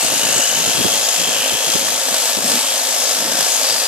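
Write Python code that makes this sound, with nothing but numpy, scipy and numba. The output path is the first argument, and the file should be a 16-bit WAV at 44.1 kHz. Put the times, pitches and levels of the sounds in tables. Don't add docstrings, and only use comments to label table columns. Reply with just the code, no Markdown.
import sys
import numpy as np
from scipy import signal
from scipy.fft import rfft, irfft, next_fast_len
from scipy.io import wavfile
from scipy.ndimage import uniform_filter1d
from numba import njit

SR = 44100
rng = np.random.default_rng(int(sys.argv[2]) if len(sys.argv) > 2 else 0)


def volts_from_db(level):
    exponent = np.asarray(level, float) / 20
    return 10 ** exponent


def generate_wav(sig):
    pcm = np.round(np.clip(np.atleast_2d(sig).T, -1, 1) * 32767).astype(np.int16)
    wavfile.write(sys.argv[1], SR, pcm)


N = 170667
CRANK_HZ, FIRST_KNOCK_S, TEETH = 53.82, .0078, 8


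def unit(x):
    return x / np.sqrt(np.mean(x ** 2))


def on_log(hz, table):
    table = np.array(table)
    return np.interp(np.log(np.maximum(hz, 1)), np.log(table[:, 0]), table[:, 1])


def shaped(x, gain):
    size = next_fast_len(N)
    hz = np.arange(size // 2 + 1) * SR / size
    return irfft(rfft(x, size) * gain(hz), size)[:N]


@njit
def resonator(x, hz, width):
    y, band, low = np.empty(len(x)), 0., 0.
    for i in range(len(x)):
        g, damping = np.tan(np.pi * hz[i] / 44100), width / hz[i]
        v = (band + g * (x[i] - low)) / (1 + g * (g + damping))
        band, low, y[i] = 2 * v - band, low + 2 * g * v, damping * v
    return y


def walk(rate_hz):
    hold = int(SR / rate_hz)
    steps = np.repeat(rng.standard_normal(N // hold + 1), hold)
    return 1.5 * uniform_filter1d(uniform_filter1d(steps, hold), hold)[:N]


def bursts(t, table):
    edge_s, gust_db = 0.0061, 2.5
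    envelope = 0
    for start, length, db in table:
        inside = np.minimum(t - start, start + length - t)
        envelope = envelope + volts_from_db(db) * np.clip(inside / edge_s + .5, 0, 1)
    return rng.standard_normal(N) * envelope * volts_from_db(gust_db * walk(40))


# frequency_hz [Hz], density_db [dB per Hz]
WIND_COLOUR = [(20, -52), (70, -15.5), (184, -2.5), (300, -4.5), (374, -6), (450, -5), (700, -25),
               (1000, -55)]
# start_s [s], length_s [s], level_db [dB]
PUFFS_LEFT = [(.08, 0.096, -45), (.22, 0.18, -43.5), (.5, 0.31, -47), (.75, 0.079, -33.5),
              (.83, 0.062, -41), (.89, 0.17, -45.5), (1.2, 0.22, -49), (1.52, 0.039, -39),
              (1.68, 0.075, -47), (1.8, 0.14, -47), (2.27, 0.026, -51), (2.37, 0.059, -43),
              (3.41, 0.02, -42)]
# start_s [s], length_s [s], level_db [dB]
PUFFS_RIGHT = [(0.03, 0.29, -41), (0.35, 0.054, -34.5), (0.424, 0.18, -49.5), (0.573, 0.14, -38.5),
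               (0.742, 0.15, -45), (0.8, 0.016, -34), (0.842, 0.0355, -31), (0.9, 0.13, -43.5),
               (1.177, 0.12, -39.5), (1.27, 0.062, -42), (1.344, 0.062, -45.5), (1.669, 0.04, -39.5),
               (1.749, 0.02, -32), (1.779, 0.22, -48), (2.097, 0.05, -46), (2.486, .06, -46),
               (2.614, .04, -53), (2.68, 0.08, -55), (3.033, 0.037, -51), (3.113, 0.085, -45.5),
               (3.39, 0.018, -48), (3.707, 0.047, -44)]


def wind(t):
    breeze = (0, 4, -75)
    colour = lambda f: volts_from_db(on_log(f, WIND_COLOUR) + 32) / (1 + (f / 600) ** 6)
    return np.array([shaped(bursts(t, [*puffs, breeze]), colour) for puffs in (PUFFS_LEFT, PUFFS_RIGHT)])


# start_s [s], length_s [s], level_db [dB]
SHIFTS = [
    (2.419, 0.168, -34.5),
    (3.196, 0.16, -34.5),
    (3.353, 0.084, -39.5),
]


def board(t):
    board_hz, width_hz = 244, 180.
    x = bursts(t, SHIFTS)
    for _ in range(3):
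        x = resonator(x, board_hz + 0 * t, width_hz)
    return volts_from_db(24.5) * x


def knocks(turn):
    mean_db, scatter_db, length_turns = -4, 3, 0.12
    size = volts_from_db(mean_db + scatter_db * rng.standard_normal(int(turn[-1]) + 3))
    nearest = np.round(turn)
    return size[nearest.astype(int)] * np.exp(-((turn - nearest) / length_turns) ** 2)


def grit():
    contact_db, repeat = 1.55, 0.22
    x = rng.standard_normal(N) * volts_from_db(contact_db * rng.exponential(size=N))
    lag = round(SR / CRANK_HZ)
    turns = np.pad(x, (0, -N % lag)).reshape(-1, lag)
    return unit(signal.lfilter([1], [1, -repeat], turns, axis=0).ravel()[:N])


# start_s [s], peak_db [dB]
JOLTS = [(1.089, -5), (1.881, -9), (1.989, -13), (2.084, -4), (2.141, -1.5), (2.518, -11), (3.217, -19),
         (3.32, -2), (3.386, -7), (3.405, -1), (3.642, -5), (3.696, -4)]


def jolts(t):
    rise_s = 0.0026
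    return 1 + sum(volts_from_db(db + 0.5) * np.exp(-((t - start - rise_s) / rise_s) ** 2) for start, db in JOLTS)


# frequency_hz [Hz], width_hz [Hz], level_db [dB]
BARREL = [(252.6, 28, -8.5), (467, 74, -0.5), (554.4, 48, 3.5), (639.5, 47, 1.5), (718.4, 47, 2),
          (898, 52, 0), (1123, 98, -3.5), (1356, 40, -7), (1444, 37, -11.5), (1720, 136, -0.5)]


def barrel(t, knock):
    push = grit() * (knock + volts_from_db(-5))
    total = 0
    for k, (hz, width, db) in enumerate(BARREL):
        total = total + (-1) ** k * volts_from_db(db) * unit(resonator(push, hz + 0 * t, 1. * width))
    return unit(total)


# once_db [dB], once_peak_turns [turns], twice_db [dB], twice_peak_turns [turns]
THROB = [
    (1.15, 0.19, 1.1, 0.63),
    (4.8, 0.37, 4.5, 0.1),
    (3.5, .0, 1, 0.64),
    (4.6, 0.35, 0, .0),
    (2.5, 0, 3, 0.46),
    (2, 0.74, -0.5, 0),
]


def throbs(turn):
    teeth = 1 + .06 * np.cos(2 * np.pi * TEETH * turn)
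    return [teeth * volts_from_db(once * np.cos(2 * np.pi * (turn - p)) + twice * np.cos(4 * np.pi * (turn - q)))
            for once, p, twice, q in THROB]


# frequency_hz [Hz], density_db [dB per Hz]
SCRAPE_COLOUR = [(240, -19), (350, -34), (600, -15.5), (2000, -12.5), (3400, -7.5), (6600, -8),
                 (12500, -11), (14500, -20.5)]


def scrape(throb):
    return unit(shaped(grit() * throb, lambda f: volts_from_db(on_log(f, SCRAPE_COLOUR))))


def ring(t, x, hz, width_hz):
    hz = hz + 0 * t
    return unit(resonator(resonator(x, hz, width_hz), hz, width_hz))


def blade_rings(t, throb, hold, sway):
    comb_hz, comb_db, fork_db, cutter_db, heel_db, tip_db, grip_db = hold
    _, comb_throb, fork_throb, cutter_throb, tip_throb, grip_throb = throb
    blade = grit()
    comb = ring(t, blade * comb_throb ** 1.6, comb_hz, 330.)
    heel = ring(t, blade * comb_throb, 2627, 490.)
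    grip = ring(t, blade * grip_throb, 1600, 510.)
    fork_hz = 5160 - 350 * np.clip((t - 3.4) / .3, 0, 1)
    patchy_db = 1.6
    fork_level = volts_from_db(-15.5 + fork_db + sway[2] + patchy_db * walk(6.9))
    fork = ring(t, blade * fork_throb, fork_hz, 700.)
    cutter = ring(t, blade * cutter_throb, 6840 * (1 + 0.024 * walk(2.83)), 1300.)
    tip_level = volts_from_db(-12.5 + tip_db + sway[4] + patchy_db * walk(20))
    tips = ring(t, blade * tip_throb, 7940 * (1 + 0.026 * walk(3.9)), 700.)
    return (volts_from_db(-10.5 + comb_db + sway[1]) * comb
            - volts_from_db(-18 + heel_db + sway[1]) * heel
            + volts_from_db(-25 + grip_db + sway[2]) * grip
            - fork_level * fork
            + volts_from_db(-13 + cutter_db + sway[3]) * cutter
            + tip_level * tips)


# comb_db, fork_db, cutter_db, heel_db, tip_db, grip_db
HAND = [(0, -19.5, 2880, -5, -9, 5, 5, 6, -14), (.2, -20.5, 2930, 2, -7, 6, -2, 3, 11.5),
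        (.42, -19.5, 2900, 2.5, -2, 8, 1, 6.5, 12), (.65, -20.5, 3120, 0.5, 0, 8, 2, -3, 7),
        (.82, -19.5, 3260, 3.5, -3, -3, 5, 0, 6), (1.05, -19.5, 3270, -1.5, 6.5, 8, -1, -4, 0),
        (1.25, -20.5, 3220, 5, 3, 3.5, 8, -2, 2), (1.45, -20, 3160, 4, -12, 0, 8, 0.5, 8),
        (1.75, -19, 3250, -1, -3, 3, 2, -2, -8), (2.0, -20.5, 3230, -5.5, 0, 1, -7, 2, -2),
        (2.3, -19.5, 3180, -9, -5, -7, -5, 3, -7), (2.41, -22, 3220, -7, 3, 2, -3, 0, 3),
        (2.5, -18.5, 3180, -11, 3, -6, 2, 6, -5), (2.68, -21, 3180, 1, -2, -7, 2.5, 6, -19),
        (2.8, -20, 3300, -13, -8, -3, -14, 0, 1), (3.05, -20, 3330, -19, 8, 4, -11, -1, -10),
        (3.3, -20, 3320, -9, 3.5, -8, -10, -1, 10), (3.55, -19.5, 3260, -12, 0, 8, -5, 3, -1),
        (3.7, -19.5, 3340, -13, 8.5, -8, 0, 1, -11), (3.87, -19, 3340, -13, 6.5, -13, 1, 1, 1)]


def handpiece(t, turn, knock, sway):
    times, *columns = np.array(HAND).T
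    level_db, *hold = [np.interp(t, times, column) for column in columns]
    throb = throbs(turn)
    steel = scrape(throb[0]) * volts_from_db(sway[0]) + blade_rings(t, throb, hold, sway)
    barrel_level = volts_from_db(-9 - 20.5 + 0.3 * (level_db + 21))
    effort = jolts(t)
    return volts_from_db(level_db) * effort * steel + barrel_level * effort ** 1.69 * barrel(t, knock)


# frequency_hz [Hz], difference_db [dB]
LEAN = [(300, 0), (1300, -0.5), (2400, 1), (4400, 4), (6400, 11), (8200, 5), (9300, 2.5), (13000, -5)]
# frequency_hz [Hz], share [0-1]
COMMON = [(300, 0.81), (700, 0.88), (1200, 0.54), (2000, 0.42), (3000, 0.81), (5500, 0.63), (7800, 0.21),
          (12000, 0.4)]


def hollow(f):
    notch = 1 - 0.35 * np.exp(-((f - 343) / 30) ** 2)
    return notch / (1 + (215 / (f + 1)) ** 14)


def at_ports(common, left, right):
    lag_s, left_top_hz = 6.5e-5, 13170
    share = lambda f: np.clip(on_log(f, COMMON), 0, 1)
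    ports = []
    for side, own in ((0.91, left), (-0.7, right)):
        roll_off = lambda f: 1 + (side > 0) * (f / left_top_hz) ** 60
        lean = lambda f: volts_from_db(side * on_log(f, LEAN) / 2) / roll_off(f) * hollow(f)
        late = lambda f: np.exp(-1j * np.pi * f * side * lag_s)
        direct = shaped(common, lambda f: lean(f) * late(f) * np.sqrt(share(f)))
        scattered = shaped(own, lambda f: lean(f) * np.sqrt(1 - share(f)))
        ports.append(direct + scattered)
    return np.array(ports)


def scene():
    t = np.arange(N) / SR
    turn = (t - FIRST_KNOCK_S) * CRANK_HZ + 1
    knock = knocks(turn + 0.087) + volts_from_db(-5) * knocks(turn + 1 - 0.646)
    flicker_db = .3 * walk(30.24)
    sway = [flicker_db + .6 * walk(10.02) for _ in range(5)]
    common, left, right = (handpiece(t, turn, knock, sway) for _ in range(3))
    return volts_from_db(1.5) * at_ports(common, left, right) + wind(t) + board(t)


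def band_limit(x):
    return signal.sosfilt(signal.butter(12, 15710, fs=SR, output="sos"), x)


def record(dry):
    headroom, top_hz = .93, 14550
    soft = dry / (1 + (dry / headroom) ** 6) ** (1 / 6)
    low_pass = signal.ellip(8, .2, 70, top_hz, fs=SR, output="sos")
    return band_limit(signal.sosfilt(low_pass, soft))


dry = scene()
out = record(dry)
generate_wav(out)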